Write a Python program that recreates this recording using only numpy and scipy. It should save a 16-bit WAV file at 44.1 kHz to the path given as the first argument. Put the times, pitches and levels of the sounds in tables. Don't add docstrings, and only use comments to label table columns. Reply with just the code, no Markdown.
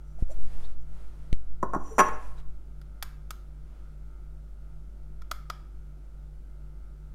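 import sys
import numpy as np
from scipy import signal
from scipy.fft import rfft, irfft, next_fast_len
from scipy.io import wavfile
from scipy.ndimage import uniform_filter1d

SR = 44100
rng = np.random.default_rng(int(sys.argv[2]) if len(sys.argv) > 2 else 0)


def master(y):
    cut = np.clip(np.atleast_2d(y).T, -1, 1)
    pcm = np.round(cut * 32767)
    wavfile.write(sys.argv[1], SR, pcm.astype(np.int16))


N = 314874
T = np.arange(N) / SR


def amp(db):
    return 10 ** (np.asarray(db) / 20)

def unit(x):
    return x / np.sqrt(np.mean(x ** 2))

def norm(x):
    return x / np.sqrt(np.sum(x ** 2))

def add(out, s, x):
    i = int(round(s * SR))
    out[i:i + len(x)] += x[:N - i]

def cut(x, hz, kind="low", order=2):
    return signal.sosfilt(signal.butter(order, np.minimum(hz, .49 * SR), kind, fs=SR, output="sos"), x)

def noise(points, size=N):
    hz, db = np.transpose(points)
    span = next_fast_len(size, real=True)
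    f = np.maximum(np.arange(span // 2 + 1) * SR / span, 1)
    gain = amp(np.interp(np.log(f), np.log(hz), db))
    return unit(irfft(gain * rfft(rng.standard_normal(span)), span)[:size])

def walk(rate):
    hold = int(SR / rate)
    steps = np.repeat(rng.standard_normal(256), hold)[:N]
    return unit(uniform_filter1d(uniform_filter1d(steps, hold), hold))

def fade(t60, size):
    return np.exp(-np.log(1000) * T[:size] / t60)

def ring(hz, db, t60, size):
    t60 = np.broadcast_to(t60, len(hz))
    return sum((-1) ** k * amp(db[k]) * fade(t60[k], size) * np.sin(2 * np.pi * hz[k] * T[:size])
               for k in range(len(hz)))

def resonate(tones, size):
    hz, width, db = np.transpose(tones)
    return norm(ring(hz, db + 20 * np.log10(width), np.log(1000) / (np.pi * width), size))

def swell(s, rise, fall):
    return np.exp(-((T - s) / np.where(T < s, rise, fall)) ** 2)

def swells(rows):
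    return sum(amp(db) * swell(s, rise, fall) for s, rise, fall, db in rows)


# f/Hz, level/dB
HUM = [(49.25, -42.5), (120, -74), (147.75, -57.5), (150.35, -60.5), (360, -73)]
# f/Hz, relative level/dB
WHINE = [(888.2, -84.5), (1233, -82.5), (1281, -96.5), (1330, -79.5), (1427, -81.5), (1561, -89),
         (2078, -90.5), (2277, -95.5)]
# f/Hz, relative level/dB
ROOM_AIR = [(20, -3.5), (45, -9), (70, -17), (120, -24.5), (180, -22.5), (250, -27.5), (350, -28.5),
            (430, -35), (600, -34), (1100, -46), (1400, -42.5), (1800, -50), (4000, -54.5), (10000, -57.5),
            (16000, -63)]

def appliance_and_air(air_db, whine_gain_db, waver_db):
    crest_s = .117
    hum = sum(amp(db) * np.cos(2 * np.pi * hz * (T - crest_s)) for hz, db in HUM)
    waver = amp(whine_gain_db + waver_db * walk(11))
    lag_s = 0.00015 * walk(30)
    whine = waver * sum(amp(db) * np.sin(2 * np.pi * hz * (T + lag_s)) for hz, db in WHINE)
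    air = noise(ROOM_AIR)
    air /= np.std(cut(air, 202, "high", order=6))
    return np.sqrt(2) * (hum + whine) + amp(air_db) * air


# peak t/s, rise/s, fall/s, level/dB
GUSTS = [(.39, 0.22, .3, -15), (1.35, 0.47, 0.44, -28.5), (2.35, .35, 0.196, -24), (5.1, 0.34, 0.2, -37.5)]
# t/s, strength/dB, rise/s, fall/s, tick strength/dB
POPS = [(0.2255, -11, 0.00057, 0.019, -74), (1.3291, -10, 0.00039, 0.019, -22.5)]

def air_buffets(draught_db, tick_t60, swing_hz):
    swing = noise([(1, -12), (swing_hz, 0), (6, -7), (12, -23), (30, -39), (100, -62),
                   (400, -110), (2000, -160)])
    out, size = swing * (amp(draught_db) + swells(GUSTS)), SR // 20
    for s, db, rise, fall, tick_db in POPS:
        onset = .5 + np.arctan((T - s) / rise) / np.pi
        out -= amp(db) * onset * np.exp(-np.hypot(T - s, rise) / fall)
        tick = cut(rng.standard_normal(size), 4300) * fade(tick_t60, size)
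        add(out, s, amp(tick_db) * tick)
    return out


# peak t/s, rise/s, fall/s, relative level/dB
FINGER_SLIPS = [(.12, 0.078, 0.13, -78), (.315, 0.01, 0.0068, -55), (.81, .012, .012, -73)]
# f/Hz, width/Hz, relative level/dB
BOWL_TONES = [(5860, 41, 0), (6860, 90, -10), (7500, 34, -7), (8930, 35, -14), (9150, 25, -14),
              (9310, 79, -13), (9930, 32, -12), (10400, 25, -25), (10800, 26, -24), (11700, 34, -26),
              (12900, 53, -22), (13100, 42, -18), (13500, 40, -23), (14700, 73, -29)]

def slips_and_drag(drag_start_s, drag_end_s, drag_db, flicker_db):
    fade_in = np.clip((T - drag_start_s) / 0.12, 0, 1)
    fade_out = np.clip((drag_end_s - T) / .01, 0, 1)
    drag = amp(drag_db) * fade_in * fade_out
    flicker = amp(flicker_db * walk(35))
    slips = rng.standard_normal(N) * flicker * (drag + swells(FINGER_SLIPS))
    grit = amp(-1) * drag * flicker * cut(noise(THUD), 990.7, "high")
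    singing = signal.oaconvolve(cut(slips, 19000, order=1), resonate(BOWL_TONES, SR // 6))[:N]
    return grit + singing


# t/s, f/Hz, length/s, level/dB
SQUEAKS = [(0.19, 652, .012, -48), (0.303, 539, 0.013, -42.5), (0.315, 610, 0.021, -42),
           (0.388, 399.5, 0.0097, -46), (0.651, 3700, 0.034, -57.5), (1.924, 445, 0.027, -39),
           (2.384, 3610, 0.015, -62)]

def squeaks(pitch_spread):
    out = np.zeros(N)
    for s, hz, length, db in SQUEAKS:
        jitter = unit(cut(rng.standard_normal(N), 150))
        phase = 2 * np.pi * np.cumsum(hz * (1 + pitch_spread * jitter)) / SR
        out += amp(db) * swell(s, length / 2, length / 2) * np.sin(phase)
    return out


# peak t/s, rise/s, fall/s, relative level/dB, extra treble/dB
STROKES = [(.205, .02, .025, -75, 6), (.32, 0.053, 0.038, -78, 9), (.61, .24, .115, -68, 1),
           (.98, .1, 0.22, -75, 1), (1.23, 0.068, .3, -80, 0), (2.04, .02, 0.094, -63.5, 3),
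           (2.25, .08, .11, -71.5, 4), (2.39, 0.024, 0.024, -70, -7), (3.769, .17, 0.16, -79.5, -6)]

def rubbing(flicker_db, mid_db, treble_db):
    mid = noise([(100, -5), (500, 9), (1200, 2.5), (2200, -3), (4200, -9), (6000, -13.5), (16000, -33)])
    top = noise([(100, -34), (3000, -10.5), (5500, -3.5), (10000, -0.5), (16000, -17.5)])
    out = sum(amp(db) * swell(s, rise, fall) * (amp(mid_db) * mid + amp(treble_db + bright_db) * top)
              for s, rise, fall, db, bright_db in STROKES)
    return out * amp(flicker_db * walk(31))


# t/s, strength/dB, treble cut-off f/Hz
KNOCKS = [(1.6282, -8.5, 1350), (1.631, -4.5, 480), (1.7344, -11, 1300), (1.7472, -11, 1300),
          (1.759, -3, 400), (1.767, -18, 1100), (1.982, -4, 1997), (1.9875, -5, 2598), (1.9923, 0.5, 2435),
          (2.0005, -7.5, 3100), (2.0034, -8.5, 2593), (2.0105, -9, 1505), (2.084, -16.5, 1860),
          (2.115, -25, 1290)]
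# f/Hz, relative level/dB
COUNTER_TONES = [(177.6, -45), (274.5, -49), (376.8, -39), (608.3, -41), (796.7, -43), (877.5, -37),
                 (942.1, -44), (995.9, -35), (1082, -28), (1233, -43), (1260, -39), (1421, -40),
                 (1470, -42), (1696, -42), (1803, -52), (1890, -48), (1970, -48), (2051, -51), (2514, -51),
                 (2708, -58), (3198, -58), (3311, -65)]
# f/Hz, relative level/dB
THUD = [(50, -39.5), (115, -19.5), (170, -3), (255, -5.5), (315, -15), (385, -8), (520, -5), (720, -5),
        (1020, -0.5), (1500, -7.5), (2100, -13), (2800, -15.5), (4000, -26), (9000, -36)]

def knocks(tones_db, body_db, wall_db, tick_db, body_t60, tick_t60, held_t60):
    out, size = np.zeros(N), SR // 4
    hard_hz, ring_db_per_octave = 2408, 15
    tick_colour = [(1000, -5.5), (4000, -0.5), (9000, -0.5), (13000, -6.5), (16000, -19.5)]
    hz, db = np.transpose(COUNTER_TONES)
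    tones = norm(ring(hz, db, held_t60, size))
    wall = norm(cut(resonate(BOWL_TONES, size), 8000, "high", order=1))
    for s, blow_db, contact_hz in KNOCKS:
        ring_db = blow_db + ring_db_per_octave * np.log2(contact_hz / hard_hz)
        body = norm(noise(THUD, size) * fade(body_t60, size))
        thud = cut(amp(tones_db) * tones + amp(body_db) * body, contact_hz, order=5)
        thud = cut(thud, .11 * contact_hz, "high", order=1)
        tick = norm(noise(tick_colour, size) * fade(tick_t60, size))
        clink = amp(wall_db) * wall + amp(tick_db) * tick
        add(out, s, amp(blow_db) * thud + amp(ring_db) * clink)
    return out


def kitchen_echo(x, low_t60, high_t60, treble_db, build_s):
    wash = rng.standard_normal(SR)
    low = cut(wash, 2500, order=1)
    low_fade = fade(low_t60, SR)
    tail = low * low_fade + amp(treble_db) * (wash - low) * fade(high_t60, SR)
    build_up = 1 - np.exp(-(T[:SR] / build_s) ** 2)
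    return signal.fftconvolve(x, tail * build_up / np.linalg.norm(low_fade))[:N]


def free_ring(gain_db, t60):
    out = np.zeros(N)
    hz, db = np.transpose(COUNTER_TONES)
    times, blow_db, _ = np.transpose(KNOCKS)
    add(out, times[np.argmax(blow_db)], ring(hz, db + gain_db, t60, SR // 2))
    return out


# t/s, crack strength/dB, ring strength/dB, treble cut-off f/Hz,
# gap to the second snap/s, second snap compared with the first/dB
CLICKS = [(2.8152, -32.5, -38, 9000, .002, -14), (3.0255, -8, -13.5, 16660, 0.0035, -12),
          (3.3063, -14, -18, 14310, 0.0015, -8.5), (5.2191, -32.5, -27.5, 9000, 0.0021, -8.5),
          (5.3132, -12, -12, 15900, .0015, 1), (5.5, -8.5, -7, 4240, 0.002386, -8.5)]
# f/Hz, width/Hz, relative level/dB
CASE_TONES = [(590, 50, -19), (725, 60, -16), (990, 70, -13), (1250, 90, 0), (1400, 110, -3),
              (1740, 110, -18), (2285, 140, -13), (3410, 160, -14), (4955, 240, -15), (6550, 360, -22)]
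# f/Hz, relative level/dB
CRACK = [(200, -46), (450, -15), (650, 4.5), (900, 1), (1400, 8.5), (2600, -3.5), (5000, 0.5), (9000, -7),
         (13000, 0.5), (16000, -14)]

def clicks(crack_t60, scatter_t60, ring_to_room_db, room_db):
    direct, to_room, size = np.zeros(N), np.zeros(N), SR // 10
    shell = resonate(CASE_TONES, size)
    for s, crack_db, ring_db, top_hz, gap_s, second_db in CLICKS:
        first = (s, crack_db, ring_db, top_hz)
        second = (s + gap_s, crack_db + second_db, ring_db + second_db + 6, top_hz * 0.55)
        for at, snap_db, shell_db, hz in (first, second):
            case = cut(amp(shell_db) * shell, hz, order=1)
            crack = amp(snap_db) * norm(noise(CRACK, size) * fade(crack_t60, size))
            add(direct, at, case + cut(crack, hz, order=1))
            scattered = amp(snap_db) * norm(noise(CRACK, size) * fade(scatter_t60, size))
            add(to_room, at, amp(ring_to_room_db) * case + cut(scattered, hz, order=1))
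    echo = kitchen_echo(to_room, low_t60=0.48, high_t60=0.3, treble_db=-3.5, build_s=0.0083)
    return direct + amp(room_db) * echo


def scene():
    bowl = knocks(tones_db=8.5, body_db=11, wall_db=-5, tick_db=-12.5,
                  body_t60=.06, tick_t60=0.074, held_t60=0.099)
    bowl += slips_and_drag(drag_start_s=1.745, drag_end_s=1.985, drag_db=-60.5, flicker_db=1)
    bowl += squeaks(pitch_spread=0.074)
    echo = amp(-8) * kitchen_echo(bowl, low_t60=0.59, high_t60=0.27, treble_db=-3, build_s=.01)
    near = rubbing(flicker_db=0.84, mid_db=11, treble_db=-1)
    near += clicks(crack_t60=0.03, scatter_t60=.07, ring_to_room_db=-4.5, room_db=-8.5)
    air = air_buffets(draught_db=-48.5, tick_t60=0.0068, swing_hz=4)
    air += appliance_and_air(air_db=-63.79, whine_gain_db=1, waver_db=2)
    return (bowl + free_ring(gain_db=8, t60=0.34) + echo + near + air)[None]


def record(dry):
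    return signal.sosfilt(signal.ellip(8, .2, 70, 16000, fs=SR, output="sos"), dry)


dry = scene()
out = record(dry)
master(out)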